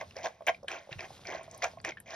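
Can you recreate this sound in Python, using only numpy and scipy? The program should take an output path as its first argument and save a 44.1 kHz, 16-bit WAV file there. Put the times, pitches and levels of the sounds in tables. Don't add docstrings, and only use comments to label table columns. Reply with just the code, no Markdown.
import sys
import numpy as np
from scipy import signal
from scipy.fft import rfft, irfft, next_fast_len
from scipy.io import wavfile

SR = 44100
rng = np.random.default_rng(int(sys.argv[2]) if len(sys.argv) > 2 else 0)


def master_out(mix):
    frames = np.transpose(np.atleast_2d(mix))
    ceiling = np.clip(frames, -1, 1)
    pcm = np.round(ceiling * 32767).astype(np.int16)
    wavfile.write(sys.argv[1], SR, pcm)


N = 94815

# hollow/dB, gurgle/dB, squelch/dB, spray/dB
SLURP_CUES = [(0.0, 0.01, 0.0041, 0.0254, -62, -38.5, -44, -54.5),
              (0.155, 0.01, 0.023, 0.184, -62, -45, -48.5, -57.5),
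              (0.229, 0.017, 0.014, 0.03, -49, -32, -42.5, -43.5),
              (.467, .017, 0.008, 0.0157, -49.5, -24, -23.5, -42),
              (0.676, .025, 0.045, 0.1, -54, -44, -43.5, -53),
              (0.908, 0.009, 0.014, 0.0253, -57.5, -53.5, -46, -59),
              (.983, 0.004, 0.068, 0.02, -56.5, -48.5, -47, -58.5),
              (1.25, 0.043, 0.043, 0.1249, -50, -42, -42, -53),
              (1.498, 0.03, 0.0073, 0.26, -64, -52, -61, -60.5),
              (1.619, 0.019, 0.0028, 0.0374, -55, -28, -30.5, -38),
              (1.841, 0.0042, 0.055, 0.0034, -46.5, -43, -39.5, -49),
              (2.058, 0.078, 0.036, 2, -60.5, -43.5, -45.5, -53)]
# f/Hz, gain/dB
HOLLOW_EQ = [(150, -22), (280, -10), (345, 0.5), (450, -6.5), (650, -15.5), (1200, -47)]
GURGLE_EQ = [(150, -41), (380, -25.5), (480, -9), (560, -3), (680, 2), (850, -5), (1100, -4.5), (1300, -19),
             (2500, -40)]
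SQUELCH_EQ = [(500, -34.5), (1000, -14.5), (1250, -15), (1550, -6.5), (1900, -2.5), (2400, 0), (2800, -8.5),
              (3200, -8), (3900, -15.5), (7000, -45)]
SPRAY_EQ = [(1500, -25), (3000, -10), (4200, -3.5), (5000, -2), (5700, 2), (6500, 5), (7200, -12.5),
            (8500, -22), (11500, -30), (13000, -11), (16000, -19)]
# t/s, f/Hz, relative level/dB
PLOP_CUES = [(.029, 590, -31), (.165, 570, -29.5), (.407, 644, -33.5), (.42, 623, -32.5), (.63, 555, -36.5),
             (.644, 547, -34), (.873, 610, -42.5), (.892, 558, -35), (1.105, 766, -35.5),
             (1.349, 600, -31.5), (1.393, 645, -35), (1.411, 630, -37), (1.479, 630, -36),
             (1.658, 733, -29.5), (1.735, 630, -39.5), (1.773, 657, -34.5)]
SMACK_CUES = [(.011, 2000, -32), (.109, 2740, -44), (.258, 1650, -30.5), (.269, 1620, -34),
              (.471, 2350, -25), (.485, 2310, -23), (.546, 2324, -37.5), (.705, 2420, -34.5),
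              (.727, 2480, -33.5), (.682, 3010, -25), (.683, 3900, -30.5), (.686, 1710, -35),
              (.716, 2490, -31), (.766, 2390, -41), (.927, 2670, -31.5), (.993, 2460, -30.5),
              (1.006, 2240, -35), (1.253, 2260, -38.5), (1.621, 2060, -25), (1.645, 2323, -20.5),
              (1.715, 5100, -43), (1.801, 4600, -40), (1.848, 1800, -25), (1.88, 2090, -35),
              (1.906, 2230, -31.5), (1.92, 2120, -31), (1.971, 1740, -36), (1.981, 1754, -45),
              (2.003, 1790, -48)]
# t/s, centre f/Hz, relative level/dB
TICK_CUES = [(0.109, 5040, -49), (.167, 5100, -36.5), (.258, 5400, -38), (.27, 3950, -36),
             (.422, 2120, -45), (.467, 6300, -32.5), (0.475, 13300, -37), (.547, 4140, -53),
             (.632, 5340, -51), (.683, 7940, -35), (0.717, 6100, -38), (.786, 4100, -45.5),
             (.928, 3960, -33.5), (1.007, 5160, -37.5), (1.271, 5100, -34.5), (1.357, 4660, -44),
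             (1.432, 7800, -49), (1.513, 6600, -42), (1.547, 6740, -44), (1.578, 10100, -45),
             (1.642, 5900, -27), (1.785, 2380, -45.5), (1.815, 7900, -52), (1.849, 6630, -31),
             (1.908, 5050, -41), (2.002, 10300, -41), (2.106, 4700, -35.5)]
# f/Hz, relative level/dB, t60/s
BOWL_MODES = [(345.3, -5.5, 0.28), (670, -7, 0.059), (1092, 1.5, 0.089), (1412, -2.5, 0.085),
              (1584, 2.5, 0.083), (1880, -14, 0.16), (2120, -8.5, 0.24), (2372, -12, 0.14),
              (2510, -12, 0.086), (3133, -1.5, 0.1)]
# t/s, f/Hz, level/dB
BUMP_CUES = [(.915, 140, -38.5), (.957, 127.5, -36.5), (.975, 93, -42), (1.113, 121, -47), (1.78, 131, -45)]
# t/s, level/dB
STRAW_FADER = [(0, -61.5), (.3, -64.5), (.38, -74), (.55, -62), (.62, -74.5), (.84, -66.5), (1.13, -55.5),
               (1.25, -58.5), (1.4, -86), (1.44, -58), (1.48, -68), (1.6, -63.5), (1.73, -59),
               (1.78, -71.5), (1.93, -67.5), (2.04, -76), (2.15, -65)]
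# f/Hz, gain/dB
STRAW_EQ = [(200, -4.5), (600, 6), (1200, -2), (2300, -2), (3600, 1.5), (6200, -2), (7500, -8),
            (10000, -12.5), (12500, -12), (16000, -38)]
# f/Hz, t60/s
PEN_DECAY = [(200, 0.22), (700, 0.13), (2500, 0.12), (14000, 0.077)]
# t/s, level/dB
RUMBLE_FADER = [(0, -58), (.25, -61), (.38, -69), (.6, -60.5), (.85, -71.5), (1.0, -60.5), (1.7, -60),
                (1.85, -58), (2.15, -62.5)]
# f/Hz, gain/dB
RUMBLE_EQ = [(20, -26), (50, -10.5), (85, 1), (125, -2), (200, -4.5), (300, -14), (700, -14), (1500, -33.5),
             (4000, -71.5)]
# f/Hz, lead/rad
LEFT_LEAD = [(120, 0), (600, -0.59), (1150, 0.35), (1400, 0.3), (2400, 0.84), (2850, 1.59), (3700, .5),
             (4500, 1.59), (5100, 0.03), (7200, 3), (8500, 4), (9700, 7.5), (11500, 7), (12500, 10.5),
             (14600, 10), (16000, 15)]
# f/Hz, level/dB
LEFT_BALANCE = [(200, -0.5), (700, -1.1), (1250, -4.5), (1550, 0.5), (2200, 0.5), (2600, -2.5), (3200, 0.5)]


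def slurps():
    hollow_db, gurgle_db, squelch_db, spray_db = np.transpose(SLURP_CUES)[-4:]
    hollow = noise(HOLLOW_EQ)
    gurgle = bubbles(GURGLE_EQ, per_s=350, centre_hz=711, spread=0.31, cycles=5.94,
                     scatter_db=4.5, air=0.26, leveller_s=0.025)
    squelch = bubbles(SQUELCH_EQ, per_s=500, centre_hz=2120, spread=0.318, cycles=19.4,
                      scatter_db=5.5, air=0.27, leveller_s=0.011)
    spray = bubbles(SPRAY_EQ, per_s=900, centre_hz=5300, spread=0.38, cycles=5.2,
                    scatter_db=6.5, air=0.5, leveller_s=0.09)
    return (gurgle * suction(gurgle_db, lag_s=0.0064, swell_db=15)
            + hollow * suction(hollow_db) + squelch * suction(squelch_db) + spray * suction(spray_db))


def suction(peaks_db, lag_s=0, swell_db=9.5):
    power, open_s = np.zeros(N), 0.0021
    for (start, swell, hold, fade, *_), peak_db in zip(SLURP_CUES, peaks_db):
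        t = np.arange(N) / SR - start
        opening = np.clip(t / open_s, 0, 1)
        rise_db = -swell_db * np.clip(1 - t / (swell + lag_s), 0, 1)
        fall_db = -20 * np.maximum(t - swell - hold - lag_s, 0) / fade
        power += (opening * amp(peak_db + rise_db + fall_db)) ** 2
    return np.sqrt(power)


def bubbles(eq, per_s, centre_hz, spread, cycles, scatter_db, air, leveller_s):
    candidates, grain_samples = 9000, 500
    position, chance = rng.random((candidates, 2)).T
    kept = chance < per_s * N / SR / candidates
    pitch, strength = rng.standard_normal((2, candidates))[:, kept, None]
    t = np.arange(grain_samples) / SR
    turns = centre_hz * np.exp(spread * pitch) * t
    life = np.minimum(turns / cycles, 2)
    grains = amp(scatter_db * strength - 60 * life) * np.sin(2 * np.pi * turns * (1 + 0.077 * life))
    slots = (position[kept, None] * N).astype(int) + np.arange(grain_samples)
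    stream = unit(np.bincount(slots.ravel(), grains.ravel(), N + grain_samples)[:N])
    blend = unit(equalise(stream, eq)) + air * noise(eq)
    window = signal.windows.hann(int(leveller_s * SR) + 3)
    power = np.abs(signal.fftconvolve(blend ** 2, window / window.sum(), 'same'))
    return blend / np.sqrt(power + 1e-6)


def lapping():
    splash = amp(-9) * noise(GURGLE_EQ)
    spit = amp(-4) * noise(SQUELCH_EQ)
    plops = pops(PLOP_CUES, cycles=14.3, glide=0.036, attack_s=0.002, wet=splash)
    smacks = pops(SMACK_CUES, cycles=34.1, glide=0.09, attack_s=0.00062, wet=spit)
    return amp(3) * plops + amp(2) * smacks


def pops(cues, cycles, glide, attack_s, wet):
    out, t = np.zeros(N), np.arange(SR // 6) / SR
    for start, hz, db in cues:
        life = np.minimum(hz * t / cycles, 2)
        tone = np.sqrt(2) * np.sin(2 * np.pi * np.cumsum(hz * (1 + glide * life)) / SR)
        envelope = amp(db - 60 * life) * (1 - np.exp(-t / attack_s))
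        wetness = np.roll(wet, -round(start * SR))[:len(t)]
        add(out, start, envelope * (tone + wetness))
    return out


def ticks():
    out, t = np.zeros(N), np.arange(SR // 20) / SR
    t60_s, edge_ratio = 0.0091, 1.134
    for start, hz, db in TICK_CUES:
        band = signal.butter(2, [hz / edge_ratio, hz * edge_ratio], 'band', fs=SR)
        burst = unit(signal.lfilter(*band, rng.standard_normal(len(t))))
        add(out, start, amp(db + 3.5 - 60 * t / t60_s) * burst)
    return out


def bowl(drinking):
    t, sides = np.arange(SR // 3) / SR, np.array([[1], [-1]])
    ring = np.zeros((2, len(t)))
    for k, (hz, db, t60) in enumerate(BOWL_MODES):
        skew_rad = 0.65 * (-1) ** k if k > 1 else 0
        unity_peak = 2 * np.log(1000) / (t60 * SR)
        ring += unity_peak * amp(db - 60 * t / t60) * np.cos(2 * np.pi * hz * t + sides * skew_rad)
    return amp(-1.5) * (drinking + signal.fftconvolve(drinking[None], ring, axes=1)[:, :N])


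def bedding():
    straw = bubbles(STRAW_EQ, per_s=1200, centre_hz=3780, spread=0.77, cycles=4.1,
                    scatter_db=8.0, air=0.97, leveller_s=0.028)
    bumps = pops(BUMP_CUES, cycles=9.6, glide=-0.24, attack_s=0.0048, wet=np.zeros(N))
    return fader(STRAW_FADER) * straw + bumps


def pen_echo(near):
    hz, t, spectra = signal.stft(rng.standard_normal((2, SR // 3)), SR, nperseg=256)
    decay = amp(-60 * t / along(PEN_DECAY, hz)[:, None])
    tail = signal.istft(spectra * decay, SR, nperseg=256)[1]
    tail = np.pad(tail, ((0, 0), (SR // 300, 0)))
    return signal.fftconvolve(near, tail / np.linalg.norm(tail[0]), axes=1)[:, :N]


def rumble():
    return fader(RUMBLE_FADER) * noise(RUMBLE_EQ)


def amp(db):
    return 10 ** (np.asarray(db) / 20)


def unit(x):
    return x / np.sqrt(np.mean(x ** 2) + 1e-20)


def along(points, hz):
    freqs, values = np.transpose(points)
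    return np.interp(np.log(hz + 1), np.log(freqs + 1), values)


def fader(points):
    return amp(np.interp(np.arange(N) / SR, *np.transpose(points)))


def equalise(x, eq, size=4096):
    cepstrum = irfft(np.log(amp(along(eq, np.fft.rfftfreq(size, 1 / SR)))))
    cepstrum[1:size // 2] *= 2
    cepstrum[size // 2 + 1:] = 0
    impulse = irfft(np.exp(rfft(cepstrum)))
    return signal.fftconvolve(x, impulse / np.linalg.norm(impulse))[:len(x)]


def noise(eq):
    return unit(equalise(rng.standard_normal(N), eq))


def add(out, start_s, sound):
    i = round(start_s * SR)
    out[i:i + len(sound)] += sound[:N - i]


def scene():
    near = bowl(slurps() + lapping() + ticks()) + bedding()
    return near + amp(-13.5) * pen_echo(near) + rumble()


def record(dry):
    size, top_hz = next_fast_len(N + SR // 2), 16500
    hz, side = np.fft.rfftfreq(size, 1 / SR), np.array([[.5], [-.5]])
    balance = amp(side * along(LEFT_BALANCE, hz))
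    phase = np.exp(1j * side * along(LEFT_LEAD, hz))
    return irfft(rfft(dry, size) * balance * phase * (hz < top_hz), size)[:, :N]


dry = scene()
out = record(dry)
master_out(out)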